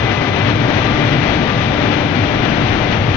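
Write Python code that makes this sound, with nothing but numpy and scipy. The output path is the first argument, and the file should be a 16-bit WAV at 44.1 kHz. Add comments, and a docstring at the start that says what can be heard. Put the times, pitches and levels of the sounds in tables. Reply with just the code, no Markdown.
"""An induction heating line runs in a large factory hall, heard on a phone whose right side is much duller.
From the start, furnace and conveyor roar, a pump hums at its vane rate, a motor hums and the inverter
whines at its loudest. Throbs of the low rumble crowd together up to about 1.2 s, then come singly as the
whine recedes. Throughout, the hall's many reflections interfere and make every tone waver."""
import sys
import numpy as np
from scipy import signal
from scipy.fft import rfft, irfft
from scipy.io import wavfile
from scipy.ndimage import uniform_filter1d, minimum_filter1d

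SR = 44100
rng = np.random.default_rng(int(sys.argv[2]) if len(sys.argv) > 2 else 0)


def dump_mix(stems):
    """Bounce the given channels to the path in sys.argv[1] as a 16-bit WAV at rate SR."""
    frames = np.atleast_2d(stems).T  # one column per channel
    limited = np.clip(frames, -1, 1)  # hard clip at full scale
    pcm = np.round(limited * 32767).astype(np.int16)
    wavfile.write(sys.argv[1], SR, pcm)


N = 139356

# Shading of the right side. Each row: frequency in Hz, level below the left in dB.
RIGHT_SHADE = [(50, -0.5), (110, 2.5), (280, 5.5), (500, 7), (850, 12.5), (1200, 13.5), (2000, 18),
               (2500, 19), (3200, 28.5), (4100, 31), (6500, 30.5), (8000, 14)]
# Slow swell of the drone and, at half depth, the rumble. Each row: time in seconds, level in dB.
BASS_SWELL = [(0.0, 1.0), (0.16, -2.5), (0.48, 2.5), (0.72, -0.5), (0.84, 1.5), (0.92, -0.5), (1.16, 3.0),
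              (1.36, -1.5), (1.48, -1.5), (1.6, 1.5), (1.72, -3.0), (1.84, 0.0), (2.0, -2.5), (2.2, 1.0),
              (2.56, -2.0), (2.64, 0.5), (2.84, -1.0), (3.12, 3.5)]


def roar(rumble_gain):
    """Furnace and conveyor fill the hall with a diffuse field, coherent between the sides at low pitch."""
    # Spectral shape of the roar. Each row: frequency in Hz, relative spectral density in dB.
    spectrum = [(20, -15), (36, -25.5), (48, -9), (72, -8.8), (97, -2), (125, -3), (170, -4.5), (200, -5.5),
                (245, -3), (340, -7), (480, -10.5), (780, -9), (1100, -14.5), (1500, -13), (2300, -14),
                (3400, -18), (4100, -24), (4900, -31), (6100, -33), (6600, -44), (7200, -55), (7700, -74.5),
                (9600, -74.5), (11000, -87), (13500, -92)]
    # Likeness of the two sides. Each row: frequency in Hz, correlation from 0 to 1.
    likeness = [(100, 1), (230, 0.87), (420, 0.78), (560, 0.8), (850, 0.8), (1200, 0.1), (2500, 0),
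                (4000, 0.13)]
    # Slow swells of three bands. Each row: time in seconds, relative level in dB.
    sub_swell = [(0.0, 1), (0.28, -4.5), (0.96, 3), (1.76, -1.5), (1.96, -0.5), (2.16, -5), (2.28, 2.5),
                 (3.12, 3.5)]
    body_swell = [(0.0, -0.3), (0.24, -1.0), (0.48, 0.3), (0.58, -0.5), (0.68, 1.5), (0.84, -0.5),
                  (1.0, 0.7), (1.2, -0.5), (1.32, 1.2), (1.44, 1.3), (1.53, -1.0), (1.76, 0.5), (2.12, 0.3),
                  (2.23, -1.0), (2.32, 0.0), (2.8, 0.0), (2.9, 1.2), (3.0, -0.8), (3.12, -0.5)]
    hiss_swell = [(0.0, 0.0), (0.24, -1.3), (0.32, -1.0), (0.48, 1.0), (0.55, -1.5), (0.76, 1.0),
                  (0.83, -0.5), (0.92, 1.2), (1.12, 0.7), (1.19, -0.7), (1.25, 1.2), (1.36, 1.3),
                  (1.56, -0.8), (1.74, -0.6), (1.94, 1.0), (2.04, -0.6), (2.4, 0.0), (2.6, 0.7),
                  (2.86, -0.6), (2.93, 2.3), (3.0, -0.8), (3.12, -0.3)]
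    hz = np.arange(N // 2 + 1) * SR / N
    left, independent = rfft(rng.standard_normal((2, N))) * undb(on_hz(spectrum, hz))
    coherence = np.clip(on_hz(likeness, hz), 0, 1)
    right = coherence * left * np.exp(-1j * right_lag(hz)) + np.sqrt(1 - coherence ** 2) * independent
    right *= undb(-on_hz(RIGHT_SHADE, hz))
    both = np.array([left, right]) * undb(-13) / irfft(left, N).std()
    sub, low, mid = (1 / (1 + (hz / edge_hz) ** 8) for edge_hz in (76, 165, 1000))  # low-pass gains
    flutter_db = .85 * wander(rate_hz=22)
    depths = irfft(both * sub, N) * undb(swell_db(sub_swell))
    rumble = irfft(both * (low - sub), N) * undb(swell_db(BASS_SWELL) / 2) * rumble_gain
    body = irfft(both * (mid - low), N) * undb(swell_db(body_swell) + flutter_db / 2)
    hiss = irfft(both * (1 - mid), N) * undb(swell_db(hiss_swell) + flutter_db)
    return depths + rumble + body + hiss


def throbs():
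    """The rumble gathers into cosine-windowed tone bursts; returns their sound and envelope (0-1)."""
    # Low booms. Each row: centre in seconds, length in seconds, pitch in Hz, left peak level in dB.
    bursts = [(0.045, 0.065, 120, -17.5), (0.434, 0.064, 111, -12), (0.506, 0.083, 112, -12),
              (0.635, 0.054, 116, -15), (0.842, 0.1, 118, -14.5), (0.994, 0.057, 128, -16),
              (1.062, 0.089, 116, -14.5), (1.138, 0.085, 145, -9), (1.195, .045, 117, -14),
              (1.575, 0.036, 135, -10), (2.21, 0.071, 112, -13), (2.638, 0.055, 124, -12),
              (3.079, 0.07, 118, -12.5)]
    t, sound, presence = np.arange(N) / SR, np.zeros((2, N)), np.zeros(N)
    for (centre, length, hz, db), start_cycles in zip(bursts, rng.random(len(bursts))):
        window = np.cos(np.pi * np.clip((t - centre) / length, -.5, .5))
        phase = 2 * np.pi * (hz * (t - centre) + start_cycles)
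        right = undb(-on_hz(RIGHT_SHADE, hz)) * np.sin(phase - right_lag(hz))
        sound += undb(db) * window * np.array([np.sin(phase), right])
        presence = np.maximum(presence, window)
    return sound, presence


def pump_hum():
    """Passing vanes pulse the pressure periodically, giving harmonics of the vane rate."""
    # Pump spectrum. Each row: harmonic number, left level in dB, right level in dB.
    partials = [(1, -29.5, -33), (2, -31.5, -39.5), (4, -34, -43.5), (8, -31.5, -46.2), (12, -42, -65),
                (16, -55, -74)]
    # Standing-wave fades by harmonic number. Each row: time in seconds, relative level in dB.
    fades = {1: [(0.0, -7.5), (0.38, -4.0), (0.52, 4.0), (0.74, 1.5), (0.83, -9.0), (0.95, 7.0),
             (1.03, 9.5), (1.1, -5.0), (1.2, 1.5), (1.38, 1.0), (1.48, -9.0), (1.68, 0.0), (2.05, 6.0),
             (2.2, 2.5), (2.44, 3.5), (2.75, -3.5), (3.12, -2.0)], 2: [(0.0, -5.5), (0.47, 3.0),
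             (0.58, -2.0), (0.7, 6.5), (0.82, -6.0), (1.07, 3.0), (1.18, -2.0), (1.45, 2.5), (1.58, -3.0),
             (2.0, 3.5), (2.16, -7.0), (2.34, 1.0), (2.78, -2.0), (2.88, 5.0), (3.0, -4.0), (3.12, -1.0)],
             4: [(0.0, 1.0), (0.19, 2.5), (0.33, -1.0), (0.46, 2.0), (0.58, -3.0), (0.94, 4.5), (1.04, 3.0),
             (1.15, -6.0), (1.26, 1.0), (1.52, 5.5), (1.75, 3.5), (1.85, -2.5), (2.16, -10.0), (2.36, -0.5),
             (2.7, -7.0), (3.12, -2.5)], 8: [(0.0, -4.0), (0.08, -0.5), (1.04, 2.0), (1.48, 1.5),
             (1.6, -4.0), (1.75, 0.0), (2.44, 2.5), (3.12, -2.5)]}
    return hall_tones(296.6, partials, fades, scatter=.27, drift_hz=16)


def inverter_whine():
    """The inverter's periodic switching sounds as a high harmonic series."""
    # Whine spectrum. Each row: harmonic number, left level in dB, right level in dB.
    partials = [(1, -33, -39.5), (2, -49.5, -68), (3, -54.5, -76)]
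    # Standing-wave fades of the fundamental. Each row: time in seconds, relative level in dB.
    fades = {1: [(0.0, 8.5), (0.07, 8.0), (0.16, 5.0), (0.42, 5.0), (0.62, -2.0), (0.84, 2.5), (1.42, 2.0),
             (1.8, -3.0), (1.97, 1.0), (2.15, -3.5), (2.6, -3.0), (2.74, 0.5), (3.12, -7.0)]}
    return hall_tones(2027.6, partials, fades, scatter=.18, drift_hz=16)


def motor_hum():
    """The motor's periodic vibration sounds as overtones of a missing fundamental."""
    # Motor spectrum. Each row: harmonic number, left level in dB, right level in dB.
    partials = [(2, -29.5, -32), (3, -29.5, -30.5), (10, -34.5, -43)]
    return hall_tones(49.5, partials, {}, scatter=.59, drift_hz=6.3)


def conveyor_drone():
    """The conveyor radiates one low tone, amplitude-modulated in step with the rumble."""
    # Drone spectrum. The row: harmonic number, left level in dB, right level in dB.
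    partials = [(1, -29, -32)]
    return hall_tones(112.4, partials, {1: BASS_SWELL}, scatter=.5, drift_hz=7.2)


def hall_tones(fundamental_hz, partials, fades, scatter, drift_hz):
    """Interference: drifting reflections join each tone; it fades as the phone crosses standing waves."""
    t, sound = np.arange(N) / SR, np.zeros((2, N))
    for harmonic, left_db, right_db in partials:
        hz = harmonic * fundamental_hz
        reflections = scatter * (wander(drift_hz) + 1j * wander(drift_hz))
        tone = (1 + reflections) * np.exp(2j * np.pi * (hz * t + rng.random()))
        tone /= tone.real.std()
        if harmonic in fades:
            tone *= undb(swell_db(fades[harmonic]))
        delayed = tone * np.exp(-1j * right_lag(hz))
        sound += [undb(left_db) * tone.real, undb(right_db) * delayed.real]
    return sound


def right_lag(hz, delay_s=.00053, corner_hz=378):
    """Phase lag of the right side in radians, from a delay that shrinks above the corner frequency."""
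    return 2 * np.pi * hz * delay_s / np.hypot(1, hz / corner_hz)


def wander(rate_hz):
    """Low-pass Gaussian noise: a smooth random drift with standard deviation 1."""
    hz = np.arange(N // 2 + 1) * SR / N
    drift = irfft(rfft(rng.standard_normal(N)) / (1 + (2 * hz / rate_hz) ** 4) ** .5, N)
    return drift / drift.std()


def swell_db(table):
    """Interpolate a level curve in dB about its mean."""
    seconds, db = np.array(table).T
    curve = np.interp(np.arange(N) / SR, seconds, db)
    return curve - curve.mean()


def on_hz(table, hz):
    """Interpolate a table on a log-frequency axis."""
    frequencies, values = np.array(table, float).T
    return np.interp(np.log(hz + 1e-9), np.log(frequencies), values)


def undb(db):
    """Convert decibels to an amplitude ratio."""
    return 10 ** (np.asarray(db) / 20)


def scene():
    """Superposition of all sources; rumble and drone yield up to 80% of their power during a throb."""
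    booms, presence = throbs()
    dip = np.sqrt(1 - .8 * presence ** 2)
    tones = pump_hum() + inverter_whine() + motor_hum() + conveyor_drone() * dip
    return roar(dip) + booms + tones


def record(dry, ceiling=.92, cutoff_hz=14400):
    """Peak and band limiting: the phone eases the rare highest peaks and cuts the top steeply."""
    needed_gain = np.minimum(1, ceiling / np.abs(dry).max(axis=0))
    gain = uniform_filter1d(minimum_filter1d(needed_gain, size=201), size=201)
    lowpass = signal.ellip(8, .2, 70, cutoff_hz, fs=SR, output="sos")
    return signal.sosfilt(lowpass, dry * gain)


dry = scene()
out = record(dry)
dump_mix(out)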